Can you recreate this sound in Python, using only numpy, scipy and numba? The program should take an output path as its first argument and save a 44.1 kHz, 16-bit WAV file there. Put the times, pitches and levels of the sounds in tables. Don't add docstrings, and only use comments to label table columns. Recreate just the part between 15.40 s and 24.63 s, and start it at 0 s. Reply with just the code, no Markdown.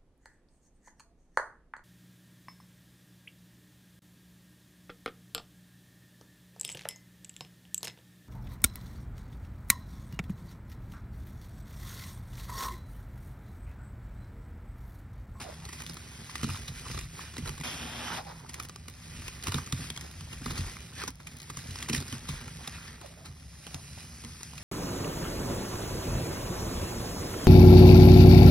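import sys
import numpy as np
from scipy import signal
from scipy.fft import rfft, irfft, next_fast_len
from scipy.io import wavfile
from numba import njit

SR = 44100
rng = np.random.default_rng(int(sys.argv[2]) if len(sys.argv) > 2 else 0)


def unload_wav(signal):
    wavfile.write(
        sys.argv[1],
        SR,
        np.round(np.clip(np.atleast_2d(signal).T, -1, 1) * 32767).astype(np.int16),
    )


N = 407043
TIME = np.arange(N) / SR
SIZE = next_fast_len(N + 8192)
FREQ = np.fft.rfftfreq(SIZE, 1 / SR)

# [f/Hz, level per Hz/dB]
SPLAT = [(150, -4.5), (380, 4), (620, -9), (850, -2.5), (1100, -2), (1350, -3), (1700, -8.5), (2600, -20),
         (5000, -39)]


def undb(db):
    return 10 ** (np.asarray(db) / 20)


def unit(x):
    return x / np.sqrt(np.mean(x ** 2))


def curve(rows, column=1):
    rows = np.array(rows)
    return np.interp(TIME, rows[:, 0], rows[:, column])


def across(points):
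    hz, value = np.transpose(points)
    return np.interp(np.log(FREQ + 1), np.log(hz), value)


def colour(x, points):
    cepstrum = irfft(np.log(unit(undb(across(points)))), SIZE)
    cepstrum[1:SIZE // 2] *= 2
    cepstrum[SIZE // 2 + 1:] = 0
    response = np.exp(rfft(cepstrum))
    return irfft(rfft(x, SIZE) * response, SIZE)[:N]


def walk(rate):
    steps = rng.standard_normal(N // 20)
    return np.interp(TIME * rate, np.arange(len(steps)), steps)


def grains(rate, spread_db):
    hit = rng.random(N) < rate / SR
    size = undb(spread_db * np.minimum(rng.exponential(size=N), 5))
    return unit(hit * size * rng.choice([-1, 1], N))


def add(track, s, sound):
    start = max(int(s * SR), 0)
    track[start:start + len(sound)] += sound[:N - start]


@njit
def resonate(x, hz, damping):
    y, middle, low = np.empty(len(x)), 0., 0.
    for i in range(len(x)):
        g = np.tan(np.pi * hz[i] / SR)
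        v = (middle + g * (x[i] - low)) / (1 + g * (g + damping))
        middle, low, y[i] = 2 * v - middle, low + 2 * g * v, damping * v
    return y


def band(x, hz, width):
    centre = np.full(N, 1. * hz)
    once = resonate(x, centre, width / hz)
    return unit(resonate(once, centre, width / hz))


def swell(s, length):
    return np.exp(-np.minimum((2 * (TIME - s) / length) ** 2, 20))


def gesture(start, length, attack, release):
    outside = np.maximum(start - TIME, 0) / attack + np.maximum(TIME - start - length, 0) / release
    return np.exp(-np.minimum(outside, 20)), np.clip((TIME - start) / length, 0, 1)


def fist():
    # [t/s, level of the grinding/dB]
    pressure = [(0, -54.5), (.22, -55.5), (1.1, -47.5), (1.7, -57), (2.1, -50.5), (2.87, -54.5),
                (3.38, -60.5), (3.8, -49.5), (4.75, -54.5), (5.15, -49.5), (5.66, -54.5), (5.72, -64.5),
                (5.79, -63), (5.92, -54), (6.07, -54.5), (6.3, -49), (6.83, -52.5), (7.38, -49.5),
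                (7.52, -55), (7.8, -58.5), (7.98, -60.5), (8.35, -56), (9.23, -52.5)]
    # [t at the tightest/s, length/s, dry grit level/dB, wet smacking level/dB]
    clenches = [(0.017, 0.061, -44, -68), (0.093, 0.13, -64, -53), (0.4, 0.21, -51, -67),
                (1.138, 0.13, -46, -60), (1.505, 0.26, -46, -60.5), (1.803, 0.14, -48.5, -56),
                (2.069, 0.042, -49, -47.5), (3.2, 0.12, -54.5, -52.5), (4.071, 0.049, -45, -49),
                (4.163, 0.11, -45, -52), (4.42, 0.17, -45.5, -60), (4.633, 0.18, -52.5, -54.5),
                (4.934, 0.075, -54, -56), (5.083, 0.11, -46, -58), (5.18, 0.09, -44.5, -51),
                (5.283, 0.14, -48.5, -51.5), (5.605, 0.13, -45.5, -72), (6.192, 0.074, -49, -69),
                (6.407, 0.12, -48, -53.5), (6.558, 0.075, -39.5, -44.5), (6.687, 0.071, -62, -61),
                (6.743, 0.11, -46.5, -52.5), (6.933, 0.15, -48.5, -55.5), (8.332, 0.18, -56, -62),
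                (8.6, 0.14, -53, -73)]
    steady_wet_db = -9.5

    dry_power = undb(curve(pressure)) ** 2
    wet_power = dry_power * undb(steady_wet_db) ** 2
    for s, length, dry_db, wet_db in clenches:
        clench = swell(s, length)
        dry_power = dry_power + (undb(dry_db) * clench) ** 2
        wet_power = wet_power + (undb(wet_db) * clench) ** 2
    return np.sqrt(dry_power), np.sqrt(wet_power)


def squeeze(grinding, smacking):
    # [f/Hz, level per Hz/dB]
    grit_colour = [(250, -41), (600, -14), (900, -14), (1400, -2.5), (2100, -0.5), (2700, 0), (3400, -2),
                   (4200, -2.5), (5200, -0.5), (7500, -2.5), (10000, -5), (12000, -10), (13500, -13.5),
                   (15500, -23)]
    fizz = grains(rate=7000, spread_db=0.0) * undb(0.57 * walk(160) + 1.34 * walk(25))
    snaps = grains(rate=110, spread_db=2.0)
    grit = colour(fizz + undb(-6.0) * snaps, grit_colour) * grinding
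    smack = colour(grains(rate=900, spread_db=2.5) * undb(2.75 * walk(70)), SPLAT)
    return grit + smack * smacking


def strokes(width=0.64, hollow_width=0.093, hollow_db=3.5, roam=0.045):
    # [start t/s, length/s, level/dB, swell along the stroke/dB, hollow at the start f/Hz, at the end f/Hz]
    stroke_rows = [(0, 0.022, -41.5, -9, 945, 830), (0.042, 0.048, -53, -1, 800, 470),
                   (0.1, 0.027, -54, -2, 800, 596), (0.175, 0.012, -55.5, 0, 900, 800),
                   (0.221, 0.012, -51.5, 0, 950, 860), (1.81, 0.066, -44.5, -6, 1780, 1700),
                   (2.296, 0.48, -54.5, 10.5, 770, 845), (2.789, 0.035, -47, -9, 840, 790),
                   (2.873, 0.044, -50, 0.5, 796, 940), (2.96, 0.096, -57.5, -3, 845, 915),
                   (5.581, 0.044, -43.5, 4, 1690, 1550), (6.755, 0.022, -57, -6, 1900, 1880),
                   (6.95, 0.076, -53.5, 4, 1850, 1750), (7.2, 0.009, -52, -2, 750, 700),
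                   (7.244, .19, -54, 3, 1850, 1600), (7.48, 0.014, -49.5, -2.5, 1850, 1750),
                   (7.524, 0.047, -58, -1, 1600, 1920), (7.623, .02, -53.5, -5, 725, 600),
                   (7.65, .012, -56, -1, 560, 520), (7.715, .01, -59, -2, 740, 680),
                   (7.775, 0.085, -60.5, 1, 583, 695), (8.274, 0.025, -52, -8, 800, 760),
                   (8.346, 0.02, -49.5, -10, 754, 710)]
    attack_s, release_s = 0.0089, 0.029

    level, hz_sum = 0, 0
    for start, length, db, swell_db, start_hz, end_hz in stroke_rows:
        contact, progress = gesture(start, length, attack_s, release_s)
        stroke = contact * undb(db + swell_db * progress)
        level = level + stroke
        hz_sum = hz_sum + stroke * (start_hz + (end_hz - start_hz) * progress)
    friction = grains(rate=7000, spread_db=1) * undb(2.2 * walk(200) + 2.2 * walk(45))
    hz = hz_sum / level * np.exp(roam * walk(55))
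    rub = resonate(friction, hz, width)
    ring = undb(hollow_db) * 800 / hz * resonate(rub, hz, hollow_width)
    tilt = [(200, 6.0), (600, -4.0), (2400, -6), (5000, 0.5), (12000, -6.0)]  # [f/Hz, level per Hz/dB]
    return unit(colour((rub + ring) / np.sqrt(hz), tilt)) * level


def shake(grinding):
    # [f/Hz, level per Hz/dB]
    boom_colour = [(20, -52), (38, -29), (60, 1), (92, 1), (118, 0.5), (145, 0.5), (195, -9.5), (236, -2.5),
                   (310, -17), (450, -18.5), (800, -20), (2000, -68)]
    # [t/s, length/s, level/dB]
    flexes = [(1.31, 0.13, -44), (1.595, 0.15, -40), (2.09, 0.17, -43.5), (3.852, 0.18, -51),
              (4.95, 0.32, -54), (5.178, 0.25, -43), (6.96, 0.27, -48)]
    flex_rest_db = -66.5
    boom_db, usual_grinding_db = -51, -52
    growth = 0.74

    boom = colour(grains(rate=130, spread_db=1.5), boom_colour)
    boom = boom * undb(boom_db) * (grinding / undb(usual_grinding_db)) ** growth
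    deep = [(20, -38), (30, -10), (41, 4.5), (55, -2.0), (80, -26), (200, -63)]  # [f/Hz, level per Hz/dB]
    flex = colour(rng.standard_normal(N), deep)
    load = sum(undb(db) * swell(s, length) for s, length, db in flexes)
    return boom + flex * (undb(flex_rest_db) + load)


def room():
    # [f/Hz, level per Hz/dB]
    room_colour = [(20, -26), (36, -26), (52, -8.5), (70, 6), (102, -1.5), (135, -4), (167, -0.5),
                   (196, -14.5), (232, -13.5), (300, -22.5), (600, -21), (2000, -39.5), (12000, -67)]
    # [f/Hz, width/Hz, level/dB]
    room_waves = [(64.8, 10, -60), (107.1, 5.6, -65.5), (138.74, 6.5, -60), (164.9, 12, -57.5)]
    rumble_db, bass_waver_db = -53, 2.5
    hum_db, hum_hz, hum_waver_db = -59, 71, 2

    rumble = colour(rng.standard_normal(N), room_colour)
    bass = signal.sosfiltfilt(signal.butter(2, 250, fs=SR, output="sos"), rumble)
    bass_change = bass * (undb(bass_waver_db * walk(9)) - 1)
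    waves = sum(band(rng.standard_normal(N), hz, width) * undb(db) for hz, width, db in room_waves)
    phase = 2 * np.pi * np.cumsum(hum_hz * (1 + .012 * walk(3.09))) / SR
    machine = unit(np.sin(phase) * undb(hum_waver_db * walk(2.35)))
    return undb(rumble_db) * (rumble + bass_change) + waves + undb(hum_db) * machine


def pops(grinding, level_db=-10, low_hz=850, high_hz=6000, spread_db=3.0, count=1500):
    t = np.arange(int(SR / 40)) / SR
    cycles = 4
    out = np.zeros(N)
    for when, fineness, luck in rng.random((count, 3)):
        hz = low_hz * (high_hz / low_hz) ** fineness
        size = np.sqrt(hz) * undb(spread_db * min(-np.log(1 - luck), 3))
        add(out, when * N / SR, size * np.sin(2 * np.pi * hz * t) * np.exp(-t * hz / cycles))
    return unit(out) * undb(level_db) * grinding


def lesser_crunches(grinding, count=6):
    top_db, body_db, spread_db = 4.5, 3.5, 1
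    length_s, low_hz, high_hz = 0.0035, 1700, 6100
    rows = []
    for when, crispness, dampness, pocket in rng.random((count, 4)):
        db = 20 * np.log10(grinding[int(when * N)])
        top = db + top_db + spread_db * (crispness - .5)
        body = db + body_db + spread_db * (dampness - .5)
        rows.append((when * N / SR, top, body, length_s, low_hz * (high_hz / low_hz) ** pocket))
    return rows


def crunches(rows, lead=0.39, burst_at=.25, snap_db=8.5, crumble_db=-24, crumble_s=0.027,
             pocket_db=4, pocket_width=0.13, pulp_hz=1180, pulp_width=0.17):
    # [f/Hz, level per Hz/dB]
    crisp_colour = [(900, -24), (1600, -8.5), (2000, -1), (3000, 1), (4200, -1.5), (5400, -0.5), (7500, 2),
                    (10000, -4.5), (13000, -8.5), (15500, -20)]
    t = np.arange(-int(SR / 50), int(SR / 12)) / SR
    after = np.maximum(t, 0)
    top, body, snaps = np.zeros((3, N))
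    pocket, pulp = np.full(N, 3000.), np.full(N, 1. * pulp_hz)
    chances = 2 * rng.random(len(rows)) - 1
    for (s, top_db, body_db, length, hz), chance in zip(rows, chances):
        length = max(length, .001)
        build = np.exp(np.minimum(t, 0) / (lead * length))
        burst_fade = np.exp(-(after / (0.76 * length)) ** 0.81)
        crumbling = undb(crumble_db) * np.exp(-after / crumble_s)
        avalanche = build * (burst_fade + crumbling)
        burst = s + burst_at * length
        add(top, burst + t[0], undb(top_db) * avalanche)
        add(body, burst + t[0], undb(body_db) * avalanche)
        add(snaps, burst, undb([top_db + snap_db]))
        onset = max(int((s - length) * SR), 0)
        pocket[onset:] = hz
        pulp[onset:] = pulp_hz * np.exp(0.25 * chance)
    crack = top * grains(rate=14000, spread_db=2.0) + snaps
    crack = crack + undb(pocket_db) * resonate(crack, pocket, pocket_width)
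    damp = body * grains(rate=14000, spread_db=1.5)
    damp = damp + undb(-2.0) * resonate(damp, pulp, pulp_width)
    return colour(crack, crisp_colour) + colour(damp, SPLAT)


def lumps(rise_s=0.0029, octaves=0.8):
    # [t/s, peak level/dB, centre of the thud f/Hz]
    landings = [(0.404, -47, 258), (0.503, -37.5, 160), (0.964, -45, 260), (1.033, -20, 230),
                (1.074, -34, 330), (1.091, -26, 108), (1.124, -33, 90), (1.289, -32, 107), (1.5, -32, 151),
                (1.549, -31, 105), (1.637, -35.5, 119), (1.984, -28.5, 237), (2.024, -30.5, 92),
                (2.095, -33.5, 126), (2.203, -33, 168), (2.771, -43, 235), (3.789, -38, 70),
                (4.078, -26, 94.5), (4.147, -20.5, 150), (4.216, -37, 150), (4.266, -37, 160),
                (4.329, -22, 147), (4.4, -31.5, 146), (4.442, -37.5, 148), (4.755, -39, 85),
                (4.811, -38, 120), (4.94, -37, 62), (5.014, -34, 197), (5.062, -27.5, 240),
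                (5.101, -29.5, 130), (5.13, -36, 300), (5.183, -38, 220), (5.193, -21.5, 87),
                (5.685, -35, 228), (6.171, -33.5, 138), (6.288, -29.5, 105), (6.5, -23.5, 230),
                (6.536, -24.5, 236), (6.575, -25, 108), (6.607, -34, 298), (6.728, -28, 198),
                (6.892, -25.5, 124), (7.278, -39, 141), (7.612, -49, 400), (7.885, -38, 110),
                (8.345, -32, 126), (8.559, -41, 62), (8.842, -36, 210), (8.879, -39, 70)]
    # [f/Hz, level/dB, time to fade by 60 dB/s]
    tub_tones = [(63, -6, 0.14), (91.1, -0.5, 0.21), (137.3, 1, 0.15), (165.7, -1.5, 0.087),
                 (234.8, 1, 0.087), (281, -4.5, 0.08), (334, -5.5, 0.051), (424, -3, 0.065)]
    t = np.arange(int(SR / 3)) / SR
    out = np.zeros(N)
    detune = 1 + 0.048 * rng.standard_normal((len(landings), len(tub_tones)))
    for (s, peak_db, centre_hz), shifts in zip(landings, detune):
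        thud = 0
        for (hz, db, t60), shift in zip(tub_tones, shifts):
            share = undb(db) / (1 + (np.log2(hz / centre_hz) / octaves) ** 2)
            fade = np.exp(-np.log(1000) * t / t60)
            thud = thud + share * np.sin(2 * np.pi * hz * shift * t) * fade
        thud = thud * (1 - np.exp(-t / rise_s))
        add(out, s, undb(peak_db) * thud / np.abs(thud).max())
    return out


def ticks():
    # [t/s, level before the band filter/dB]
    tick_rows = [(.437, -38), (.534, -37), (.543, -33), (3.134, -35), (3.226, -33), (3.234, -33),
                 (3.243, -37), (3.287, -35), (3.346, -48), (3.499, -37), (4.0393, -27), (4.713, -36),
                 (5.7045, -34), (5.7555, -41.5), (5.968, -35), (5.986, -38), (6.0185, -33), (6.03, -35),
                 (6.1045, -34)]
    fade_s, centre_hz, width_hz = 0.0015, 6360, 12000
    t = np.arange(int(SR / 100)) / SR
    out = np.zeros(N)
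    for s, db in tick_rows:
        add(out, s, undb(db) * np.exp(-t / fade_s) * rng.choice([-1, 1], len(t)))
    return resonate(out, np.full(N, 1. * centre_hz), width_hz / centre_hz)


def smacks():
    # [t/s, peak level of the envelope/dB, pitch f/Hz]
    smack_rows = [(.895, -37, 1090), (.955, -28, 1190), (1.031, -31, 1290), (1.0439, -28.5, 1280),
                  (1.093, -32.5, 1260), (1.104, -34, 1220), (1.147, -34, 1230), (1.164, -35, 1100),
                  (1.457, -38, 1100), (1.464, -35, 1130), (1.578, -35, 1130), (1.793, -32, 1140),
                  (2.095, -53, 1130), (2.21, -36.5, 990), (3.047, -43, 886), (3.062, -43, 1290),
                  (3.144, -41, 1160), (3.201, -29.5, 1280), (4.07, -26.5, 1160), (4.124, -31, 1280),
                  (4.145, -28.5, 1260), (4.185, -29, 1290), (4.326, -31, 1170), (5.063, -27.5, 1200),
                  (5.265, -33, 2150), (5.368, -37.5, 1200), (5.368, -38, 2150), (5.618, -33, 1450),
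                  (5.679, -43, 990), (6.101, -36, 1180), (6.172, -35, 1050), (6.46, -39, 1910),
                  (6.4865, -30.5, 1140), (6.499, -42, 1200), (6.855, -40, 1340), (6.891, -34, 1160),
                  (7.281, -35, 810), (7.384, -39, 1340), (8.576, -40.5, 770), (8.588, -48, 970),
                  (9.134, -39, 945), (9.144, -46, 900), (9.181, -42, 2600)]
    rise_s = 0.00085
    t = np.arange(int(SR / 50)) / SR
    envelope = t / rise_s * np.exp(1 - t / rise_s)
    out = np.zeros(N)
    for s, peak_db, hz in smack_rows:
        add(out, s, undb(peak_db) * envelope * np.sin(2 * np.pi * hz * t))
    return out


def push(coarse_db=-8, heap_full=.88):
    # [f/Hz, level per Hz/dB]
    scrape_colour = [(150, -10), (300, -4.5), (550, -6.5), (900, -5), (1300, -4.5), (2000, -8.5),
                     (3100, -3.5), (4200, -12), (5400, -6.5), (7500, -13.5), (10000, -14.5), (12500, -19),
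                     (15500, -49)]
    start_s, length_s, attack_s, release_s = 2.237, 0.541, 0.0012, 0.015
    scrape_db, fade_db, sag_db = -36.5, -2.5, 6.5
    heap_db, heap_growth_db, heap_hz, heap_width_hz = -42, 20, 1320, 1900
    palm_db, palm_hz, palm_width_hz = -48.5, 3270, 890
    drone_db, drone_hz, drone_width_hz = -51.5, 239, 43

    rasp = grains(rate=12000, spread_db=1.2) * undb(1.1 * walk(300) + .5 * walk(40))
    rasp = rasp + undb(coarse_db) * grains(rate=500, spread_db=0.5)
    contact, progress = gesture(start_s, length_s, attack_s, release_s)
    scrape_level = undb(scrape_db + fade_db * progress - sag_db * np.sin(np.pi * progress))
    scrape = colour(rasp, scrape_colour) * scrape_level
    heap_level = undb(heap_db - heap_growth_db * np.abs(progress - heap_full) + 1.5 * walk(60))
    heap = band(grains(rate=2700, spread_db=2.5), heap_hz, heap_width_hz) * heap_level
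    palm = band(grains(rate=1300, spread_db=3.5), palm_hz, palm_width_hz) * undb(palm_db)
    drone = band(rng.standard_normal(N), drone_hz, drone_width_hz) * undb(drone_db)
    return (scrape + heap + palm + drone) * contact


def slow_squeeze():
    # [f/Hz, level per Hz/dB]
    fine_colour = [(1500, -15), (3300, -9), (5300, 5.5), (7500, -1.5), (10000, 1), (13000, -10),
                   (15500, -27)]
    contact, _ = gesture(start=8.28, length=1, attack=0.28, release=0.28)
    return colour(grains(rate=11000, spread_db=2.0), fine_colour) * contact * undb(-54.5)


def tub_air(x):
    # [f/Hz, width/Hz, added share/dB]
    air_waves = [(232, 8.2, -12.5), (820, 20, -15), (1013, 23, -12), (1173, 14, -6), (1390, 42, -18),
                 (1930, 300, -10), (2430, 50, -2.5), (3490, 63, -12), (3950, 74, -8), (5050, 130, -10)]
    direct = undb(-0.37) * x
    return direct + sum(undb(db) * resonate(x, np.full(N, 1. 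* hz), width / hz) for hz, width, db in air_waves)


def ports(x, tub_t60=0.012, count=4):
    # [f/Hz, phase/radians]
    port_phase = [(0, 0), (430, -0.3), (1640, -0.1), (2840, 1.1), (3450, 0.7), (5250, 0.2), (6800, 3.1),
                  (8180, 3.5), (9730, 6.2), (11600, 6.5), (12500, 9.3), (14700, 9.5), (15400, 12.5),
                  (16700, 12.7)]
    # [f/Hz, likeness/0-1]
    port_likeness = [(100, 0.99), (260, 1), (480, 0.15), (800, 0.45), (1300, 0.85), (1900, 1), (2700, 0.24),
                     (3800, 0.52), (4500, 0.64), (5400, 0.69), (7300, 1), (9000, 0.84), (10300, 0.94),
                     (12000, 0.62), (13500, 1), (15500, 1)]
    # [f/Hz, left minus right/dB]
    port_balance = [(200, -0.5), (450, -4.5), (900, -1.5), (2000, -0.5), (2600, -2), (3500, 0),
                    (4400, -3.5), (5200, 0), (12000, 0)]

    t = np.arange(int(SR / 20)) / SR
    spectrum = rfft(x, SIZE)
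    shares = np.array([walk(14) for _ in range(count)])
    shares = shares / np.sqrt(np.sum(shares ** 2, axis=0))
    reflected = 0
    for share in shares:
        walls = rfft(rng.standard_normal(len(t)) * np.exp(-np.log(1000) * t / tub_t60), SIZE)
        reflected = reflected + share * irfft(spectrum * walls / np.abs(walls), SIZE)[:N]
    likeness = np.clip(across(port_likeness), 0, 1)
    direct = np.sqrt((1 + likeness) / 2) * spectrum
    scattered = np.sqrt((1 - likeness) / 2) * rfft(reflected, SIZE)
    lag = np.exp(-1j * np.interp(FREQ, *np.transpose(port_phase)))
    lean = undb(across(port_balance) / 2)
    left = (direct + scattered) * lean
    right = (direct - scattered) * lag / lean
    return irfft(np.array([left, right]), SIZE)[:, :N]


def scene():
    # [t/s, crisp top level/dB, damp body level/dB, length/s, ring of the air pocket f/Hz]
    big_cracks = [(0.252, -41.5, -49, 0.0038, 4300), (0.289, -41.5, -45, 0.0062, 1870),
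                  (0.329, -41, -49, 0.013, 2010), (0.4036, -39, -40, 0.0041, 1900),
                  (0.42, -36.5, -44, 0.0027, 1930), (0.465, -34, -48, 0.0011, 3720),
                  (0.496, -37.5, -40, 0.003, 4900), (0.569, -43, -43.5, 0.0042, 3970),
                  (0.896, -41.5, -55, 0.004, 2000), (0.955, -31, -45, 0.0044, 1980),
                  (1.031, -33.5, -49, 0.0072, 1660), (1.042, -35.5, -44, 0.0032, 4280),
                  (1.09, -39, -39, 0.0031, 1700), (1.1, -38, -45, 0.0027, 2530),
                  (1.158, -44, -46, 0.0049, 3460), (1.28, -36, -46, 0.0087, 3830),
                  (1.467, -52, -42.5, 0.0052, 2060), (1.501, -49, -39.5, 0.0035, 2000),
                  (1.513, -37, -47, 0.0049, 5370), (1.545, -42, -38.5, 0.0045, 4070),
                  (1.5755, -38, -38.5, 0.003, 3700), (1.59, -34.5, -44, 0.003, 2570),
                  (1.611, -42, -43, 0.0025, 2080), (1.789, -50, -40, 0.0023, 1700),
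                  (1.833, -49, -42, 0.0021, 1700), (1.938, -47, -43, 0.0029, 4000),
                  (1.967, -39, -41.5, 0.0033, 4000), (1.981, -34.5, -43, 0.0031, 2060),
                  (2.057, -43, -38, 0.0077, 2200), (2.075, -37.5, -43, 0.0064, 4100),
                  (2.0926, -35, -36.5, 0.0025, 2650), (2.137, -49, -47, 0.0023, 4500),
                  (2.179, -41, -43, 0.0028, 2770), (2.211, -38, -48, 0.0046, 1930),
                  (3.093, -39.5, -47, 0.0078, 1890), (3.142, -33.5, -54, 0.0037, 1770),
                  (3.199, -30, -38.5, 0.0027, 2920), (3.25, -39.5, -47, 0.0037, 1860),
                  (3.295, -40.5, -40.5, 0.0028, 4800), (3.36, -38.5, -38, 0.0016, 5200),
                  (3.4823, -37.5, -42.5, 0.0037, 2120), (3.82, -41, -45, 0.0026, 1870),
                  (3.881, -33.5, -41, 0.0035, 2520), (4.026, -39, -47, 0.0018, 5000),
                  (4.037, -35.5, -44, 0.0049, 1980), (4.07, -28, -40, 0.0028, 2330),
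                  (4.082, -30.5, -33, 0.0035, 2350), (4.093, -41, -41, 0.0028, 1830),
                  (4.12, -31, -36, 0.0039, 2800), (4.143, -27, -34, 0.0029, 3720),
                  (4.157, -41, -42, .002, 2400), (4.1823, -37, -35.5, 0.0055, 1970),
                  (4.263, -40.5, -50, 0.0043, 6460), (4.274, -41, -45, 0.002, 2270),
                  (4.3244, -26, -40, 0.003, 3650), (4.377, -50, -44, 0.0019, 2400),
                  (4.502, -28, -38.5, 0.002, 3400), (4.563, -39, -45, 0.003, 2300),
                  (4.575, -35, -38.5, 0.0024, 3370), (4.61, -37, -54, 0.0041, 1830),
                  (4.808, -41.5, -47, 0.003, 3400), (4.93, -41, -43.5, 0.0065, 2920),
                  (5.012, -54, -47, .002, 2310), (5.0596, -33.5, -44, 0.0036, 1850),
                  (5.105, -38, -41, 0.014, 4020), (5.177, -36, -43, 0.013, 4440),
                  (5.208, -38, -51, 0.0031, 3300), (5.2655, -38, -50, 0.0017, 2200),
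                  (5.367, -44, -48, 0.0015, 2060), (5.405, -44, -54, 0.0014, 3600),
                  (5.618, -34, -55, 0.0018, 1910), (5.637, -33, -32, 0.0021, 2190),
                  (5.678, -32.5, -37.5, 0.0066, 5700), (5.801, -50, -48.5, 0.0082, 2000),
                  (5.8703, -37, -47, .0043, 2320), (6.001, -41, -58, 0.0027, 4050),
                  (6.099, -37.5, -40.5, 0.0057, 2000), (6.171, -34.5, -46, 0.0035, 6430),
                  (6.308, -41.5, -51, 0.0044, 3800), (6.3573, -36.5, -40, .0022, 5100),
                  (6.387, -38.5, -52, 0.003, 4960), (6.406, -40, -43, 0.0014, 2400),
                  (6.426, -29.5, -46, 0.0031, 3280), (6.487, -32, -38, 0.005, 1700),
                  (6.497, -26.5, -33, 0.0034, 1830), (6.531, -29, -44, 0.0066, 5300),
                  (6.548, -24, -58, 0.0021, 1870), (6.561, -37, -44, 0.0044, 5200),
                  (6.579, -38, -46, .003, 4000), (6.6024, -37, -42, 0.005, 4340),
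                  (6.623, -45, -46, 0.0062, 4400), (6.666, -41, -50, .002, 2600),
                  (6.68, -42, -54, 0.0041, 5000), (6.726, -33.5, -40, 0.0023, 3300),
                  (6.888, -34.5, -43, 0.012, 3860), (7.079, -42, -44.5, 0.0036, 2340),
                  (7.011, -42, -46, 0.0048, 2000), (7.2756, -30, -36, 0.0029, 3700),
                  (7.613, -44, -43.5, 0.0054, 2000), (7.66, -47, -47, 0.0053, 2300),
                  (7.854, -45, -49, 0.018, 4220), (8.267, -39, -41.5, 0.0033, 3040),
                  (8.3443, -34, -40.5, 0.0031, 5600), (8.838, -44, -47, 0.0037, 2980),
                  (8.848, -38, -48, 0.0017, 1940), (9.009, -47, -45, 0.0037, 5000),
                  (9.0314, -33, -39, 0.0016, 6100), (9.179, -39.5, -53, 0.0047, 2650)]
    grinding, smacking = fist()
    cracks = sorted([tuple(row) for row in big_cracks] + lesser_crunches(grinding))
    powder = squeeze(grinding, smacking) + slow_squeeze() + pops(grinding)
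    powder = powder + crunches(cracks) + ticks() + smacks()
    tub = strokes() + push() + lumps() + shake(grinding)
    return ports(tub_air(powder + tub) + room())


def record(dry):
    thin = signal.sosfilt(signal.butter(4, 33, "highpass", fs=SR, output="sos"), dry)
    top_hz = 15800
    return signal.sosfilt(signal.ellip(8, .2, 70, top_hz, fs=SR, output="sos"), thin)


dry = scene()
out = record(dry)
unload_wav(out)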